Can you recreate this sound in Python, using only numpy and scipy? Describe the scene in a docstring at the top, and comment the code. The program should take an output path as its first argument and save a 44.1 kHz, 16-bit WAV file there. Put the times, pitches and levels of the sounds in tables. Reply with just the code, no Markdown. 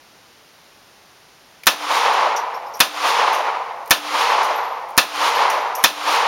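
"""A small pistol fires five shots under the roof of a range shelter, close to a camera microphone.
Each crack fills the shelter and sets a panel humming; the camera's gain control ducks, and the echo
of the woods beyond swells as it recovers. The trigger and hammer click just before each shot.
Between shots spent brass cases land on the floor, bounce and ring, over a faint outdoor hiss."""
import sys
import numpy as np
from scipy import signal
from scipy.fft import rfft, irfft, next_fast_len
from scipy.io import wavfile
from scipy.ndimage import uniform_filter1d

SR = 44100
rng = np.random.default_rng(int(sys.argv[2]) if len(sys.argv) > 2 else 0)


def generate_wav(sig):
    """Save sig (samples, or channels by samples) to the path in sys.argv[1] as 16-bit PCM at SR."""
    pcm = np.round(np.clip(np.atleast_2d(sig).T, -1, 1) * 32767).astype(np.int16)
    wavfile.write(sys.argv[1], SR, pcm)


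N = 276507


def amp(db):
    """Decibels to amplitude."""
    return 10 ** (np.asarray(db) / 20)


def unit_rms(x):
    """Scales to an rms of one."""
    return x / np.sqrt(np.mean(x ** 2) + 1e-20)


def clock(seconds):
    """Sample times of a sound of that length."""
    return np.arange(round(seconds * SR)) / SR


def decay(t, t60):
    """Exponential fall of 60 dB in t60 seconds."""
    return np.exp(-np.log(1000) * t / t60)


def add(mix, start_s, sound):
    """Lays a sound into the mix."""
    part = mix[round(start_s * SR):][:len(sound)]
    part += sound[:len(part)]


def spectrum_db(spectrum, hz):
    """Reads a spectrum table along a logarithmic frequency axis."""
    table_hz, db = np.transpose(spectrum)
    return np.interp(np.log(hz + 1), np.log(table_hz + 1), db)


def coloured(x, spectrum, peaks=()):
    """Gives x a spectrum, with resonance peaks on top, at an rms of one."""
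    size = next_fast_len(len(x))
    hz = np.fft.rfftfreq(size, 1 / SR)
    peaks_db = sum(lift / (1 + (2 * (hz - centre) / width) ** 2) for centre, width, lift in peaks)
    gain = amp(spectrum_db(spectrum, hz) + peaks_db)
    return unit_rms(irfft(rfft(x, size) * gain, size)[:len(x)])


def band_noise(t, hz, width_hz):
    """Noise in one resonance."""
    b, a = signal.iirpeak(hz, hz / width_hz, SR)
    return unit_rms(signal.lfilter(b, a, rng.standard_normal(len(t))))


def stirred(paths, steady_below_hz):
    """The same echo paths answer every shot; moving air reshuffles the short waves."""
    kept = 1 / (1 + (np.fft.rfftfreq(len(paths), 1 / SR) / steady_below_hz) ** 2)
    fresh = rfft(rng.standard_normal(len(paths)))
    return irfft(kept * rfft(paths) + np.sqrt(1 - kept ** 2) * fresh, len(paths))


# Open air around the shelter: frequency_hz, relative_db
AIR_SPECTRUM = [(15, -37), (25, -16.5), (129, -7), (233, -6.5), (509, -5), (552, -5), (684, -4.5),
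                (782, -3.5), (1800, -7.5), (2360, -8.5), (5730, -11), (7910, -18.5), (9300, -18),
                (15500, -24.5)]
def outdoor_air(level_db=-49.5):
    """A faint, steady hiss behind everything."""
    return amp(level_db) * coloured(rng.standard_normal(N), AIR_SPECTRUM)


# Cases striking the shelter floor: start_s, level_db
CASE_LANDINGS = [(2.134, -34), (2.362, -45.5), (3.33, -29), (3.347, -30), (4.431, -31), (4.446, -32),
                 (5.157, -32.5), (5.5, -24.5), (5.7512, -25.5)]
def case_landings(mix):
    """Each landing is a bright tick of brass, with a short tail under the roof."""
    t = clock(.2)
    tick_hz_db = [(1000, -35.5), (4000, -17.5), (5800, 13), (7500, 0.5), (12000, 3.5), (16000, -9)]
    onset = np.minimum(t / 0.00086, 1)
    envelope = onset * (decay(t, t60=0.0412) + amp(-12) * decay(t, t60=0.533))
    for start_s, level_db in CASE_LANDINGS:
        tick = coloured(rng.standard_normal(len(t)), tick_hz_db)
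        add(mix, start_s, amp(level_db) * tick * envelope)


def case_ring(wall_hz, wall_db, cavity_hz, cavity_db):
    """The thin wall rings in a beating pair of modes; the air inside gives a short, breathy note."""
    t = clock(0.38)
    beat_hz = rng.uniform(19.8, 60.3)
    modes = np.sin(2 * np.pi * wall_hz * t) + 0.66 * np.sin(2 * np.pi * (wall_hz + beat_hz) * t)
    wall = unit_rms(modes + .6 * band_noise(t, wall_hz, width_hz=89)) * decay(t, t60=0.191)
    cavity = band_noise(t, cavity_hz, width_hz=290) * decay(t, t60=0.147)
    onset = np.minimum(t / 0.0066, 1)
    return (amp(wall_db) * wall + amp(cavity_db) * cavity) * onset


# The wall note of each case on the floor: from_s, pitch_hz
CASE_PITCHES = [(2.3, 12220), (4.2, 12500), (5.3, 12470)]
# Knocks that set a case bouncing: start_s, wall_db, cavity_db, cavity_hz, first_flight_s
CASE_KNOCKS = [(2.360, -38.5, -23.5, 5810, 0.1795), (2.735, -42.5, -34, 5590, .1),
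               (4.290, -43, -55, 5600, 0.236), (4.555, -37.5, -48.5, 5460, .08),
               (5.347, -37.5, -48.5, 5613, .155), (5.75, -31, -49.5, 5600, 0.13)]
def bouncing_cases(mix, wall_loss_db=9, cavity_loss_db=16, cavity_sag=0.062, flight_share=.67):
    """A case rings at four touches of the floor; each hop is shorter and softer, its air note lower."""
    for start_s, wall_db, cavity_db, cavity_hz, first_flight_s in CASE_KNOCKS:
        wall_hz = [hz for from_s, hz in CASE_PITCHES if from_s <= start_s][-1]
        touch_s = start_s
        for hop in range(4):
            spent = np.sqrt(hop)  # the first bounce loses most
            ring = case_ring(wall_hz, wall_db - spent * wall_loss_db,
                             cavity_hz * (1 - cavity_sag) ** hop, cavity_db - spent * cavity_loss_db)
            add(mix, touch_s, ring)
            touch_s += first_flight_s * flight_share ** hop


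def steel_click(level_db, body_db):
    """Small steel parts snap together; body_db sets the frame's ring against the bright snap."""
    t = clock(.08)
    snap = band_noise(t, hz=11000, width_hz=9800) * decay(t, t60=0.0485)
    body = band_noise(t, hz=2210, width_hz=350) + 0.51 * band_noise(t, hz=4600, width_hz=1900)
    share = amp(body_db) / 2
    return amp(level_db) * (snap + share * body * decay(t, t60=0.0417)) / np.hypot(1, share)


# The trigger, close to the microphone: start_s, take_up_db, release_db, body_db
TRIGGER_PULLS = [(1.618, -62, -32, 10.5), (2.7535, -44, -39.5, -9.5), (3.859, -39.5, -37, 2.5),
                 (4.888, -45.5, -44.5, -10), (5.8095, -43.5, -35, 14)]
def trigger_pulls(mix, release_lag_s=.0168):
    """Each pull clicks twice: the take-up, then the release."""
    for start_s, take_up_db, release_db, body_db in TRIGGER_PULLS:
        add(mix, start_s, steel_click(take_up_db, body_db))
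        add(mix, start_s + release_lag_s, steel_click(release_db, body_db))


# Clumps of trunks out in the woods, louder than the diffuse echo: delay_s, lift_db, spread_s
TRUNK_CLUMPS = [(0.249, 4, 0.0054), (0.304, 4.5, 0.00226), (.415, 4, 0.0155), (0.479, 3.5, .003),
                (.564, 1.5, .0016), (0.605, 8, 0.00193), (0.683, 5, 0.00306)]
def trees():
    """A dense thicket of paths back to the microphone, in which a few clumps stand out."""
    t = clock(2)
    lift_db = sum(db * np.exp(-.5 * ((t - delay) / spread) ** 2) for delay, db, spread in TRUNK_CLUMPS)
    return rng.standard_normal(len(t)) * amp(lift_db)


# Colour of the nearest trees: frequency_hz, relative_db
NEAR_TREES_SPECTRUM = [(50, -28), (180, -30.5), (340, -20), (450, -9), (650, -7), (830, 0.5), (1070, 2),
                       (1300, -2), (1650, -6.5), (3200, -4.5), (5500, -10), (7200, -14), (10500, -18.5),
                       (15500, -26)]
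# What air and foliage do to a distant echo for every far_s of travel: frequency_hz, gain_db
FOLIAGE_LOSS = [(100, -19.5), (330, -2.5), (500, 3), (950, 1.5), (1350, -6), (2200, -8.5), (3200, -18.5),
                (5500, -22.5), (10000, -33.5), (15500, -46)]
def woods_echo(paths, deep_db=-14, far_s=0.88, swell_s=0.3926, fade_from_s=0.5592,
               treeline_db=-24, treeline_s=0.293, spread_s=0.0374, surge_db=1.07, surge_s=0.03004):
    """Countless trees scatter the shot; the farther they stand, the later and duller their answer."""
    scattered = coloured(stirred(paths, steady_below_hz=2700), NEAR_TREES_SPECTRUM)
    hz, t, bands = signal.stft(scattered, SR, nperseg=512)
    swell = np.minimum(t / swell_s, 1) ** 0.446  # the shot reaches more and more trees
    fade = decay(np.maximum(t - fade_from_s, 0), t60=2.016)
    travel_db = spectrum_db(FOLIAGE_LOSS, hz)[:, None] * t / far_s
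    deep_woods = amp(deep_db + travel_db) * swell * fade
    # The open edge of the woods answers early and undulled.
    treeline = amp(treeline_db) * np.exp(-.5 * ((t - treeline_s) / spread_s) ** 2)
    surges = amp(surge_db * np.interp(t / surge_s, np.arange(len(t)), rng.standard_normal(len(t))))
    return signal.istft(bands * np.hypot(deep_woods, treeline) * surges, SR, nperseg=512)[1]


def panel_hum(pitch_hz=298, level_db=-24, rattle=0.362):
    """A panel of the shelter hums on unevenly after the blast."""
    t = clock(0.92)
    hum = np.sin(2 * np.pi * pitch_hz * t) + rattle * band_noise(t, pitch_hz, width_hz=9)
    return amp(level_db) * hum * decay(t, t60=0.824)


# The blast thrown around under the roof: frequency_hz, relative_db
BLAST_SPECTRUM = [(40, -35.5), (100, -31), (200, -14.5), (400, -9), (620, -5.5), (1350, -3), (1950, -9.5),
                  (3600, -5), (5900, -13), (7900, -18.5), (10000, -17.5), (15500, -23)]
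# Resonances of the shelter around the microphone: pitch_hz, width_hz, lift_db
SHELTER_MODES = [(566.3, 43, 5), (721.5, 109, 4), (1011, 145, 3.5), (1160, 21, -3), (1389, 67, 2),
                 (1762, 82, 9), (2506, 257, 5), (2640, 43, 4), (2720, 41, -1), (3070, 37, 1),
                 (3570, 205, 3.5), (3810, 113, 0.5), (4210, 60, -3), (4197, 50, 4), (4600, 41, -8.5),
                 (5480, 61, 5.5), (6004, 144, 6)]
def shelter_reverb(paths, arrival_s=0.005254, early_db=18, late_db=11):
    """Roof and bench return the blast a moment later; it dies fast through the open sides."""
    t = np.arange(len(paths)) / SR
    age = np.maximum(t - arrival_s, 0)
    onset = np.minimum(t / arrival_s, 1) ** 3
    level = np.hypot(amp(early_db) * decay(age, t60=0.069), amp(late_db) * decay(age, t60=0.1787))
    blast = coloured(stirred(paths, steady_below_hz=4680), BLAST_SPECTRUM, SHELTER_MODES)
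    return blast * level * onset


def gas_thump(gain_db, push_s):
    """The muzzle gas pushes, then sucks back."""
    age = clock(.1) / push_s
    return amp(gain_db) * (1 - age) * np.exp(-age) * (1 - np.exp(-4 * age))


# The report, straight from muzzle to microphone: frequency_hz, relative_db
CRACK_SPECTRUM = [(40, -37), (150, 1), (500, -14.5), (1000, 3), (2500, 4.5), (6000, 4), (9000, 0),
                  (11300, 3.5), (13500, -1.5), (16000, -2)]
def muzzle_crack(level_db=14.5, hold_s=0.00435):
    """A few milliseconds of harsh, bright noise."""
    t = clock(.1)
    envelope = decay(np.maximum(t - hold_s, 0), t60=0.031)
    return amp(level_db) * coloured(rng.standard_normal(len(t)), CRACK_SPECTRUM) * envelope


# The pistol under the roof, at close range: start_s, blast_gain_db, thump_gain_db, push_s
PISTOL_SHOTS = [(1.6686, 0, -9, 0.00046), (2.803, 0, 13, 0.001125), (3.9077, -0.5, 11, 0.00266),
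                (4.9776, -0.5, 16, 0.00104), (5.8396, 0, -2, 0.00054)]
def pistol_shots(mix, hammer_lead_s=0.0093):
    """The hammer falls, the muzzle cracks and thumps, and the shelter and woods answer."""
    shelter_paths, tree_paths = rng.standard_normal(SR // 2), trees()
    for start_s, blast_gain_db, thump_gain_db, push_s in PISTOL_SHOTS:
        add(mix, start_s - hammer_lead_s, steel_click(level_db=-30.5, body_db=1.5))
        for part in muzzle_crack(), shelter_reverb(shelter_paths), panel_hum(), woods_echo(tree_paths):
            add(mix, start_s, amp(blast_gain_db) * part)
        add(mix, start_s, gas_thump(thump_gain_db, push_s))


def scene():
    """Five shots with their echoes, the small metal sounds and the outdoor hiss, in mono."""
    mix = outdoor_air()
    pistol_shots(mix)
    trigger_pulls(mix)
    case_landings(mix)
    bouncing_cases(mix)
    return mix[None]


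def gain_control(x, threshold_db=-8, cut_share=0.8623, recovery_db_per_s=95):
    """The camera's gain drops at once on a loud sound and creeps back."""
    power_db = 10 * np.log10(abs(uniform_filter1d(x ** 2, size=280)) + 1e-12)
    cut_db = cut_share * np.maximum(power_db - threshold_db, 0)
    recovered_db = np.arange(N) / SR * recovery_db_per_s
    held_cut_db = np.maximum.accumulate(cut_db + recovered_db) - recovered_db
    return x / amp(uniform_filter1d(held_cut_db, size=40))


def record(dry, notch_hz=7930, notch_width_hz=1300, band_limit_hz=16050):
    """Gain control, a notch in the treble, clipping at full scale and a band limit."""
    notch = signal.iirnotch(notch_hz, notch_hz / notch_width_hz, SR)
    notched = signal.lfilter(*notch, gain_control(dry[0]))
    low_pass = signal.firwin(401, band_limit_hz, window=("kaiser", 8), fs=SR)
    return signal.oaconvolve(np.clip(notched, -1, 1), low_pass, "same")[None]


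dry = scene()
out = record(dry)
generate_wav(out)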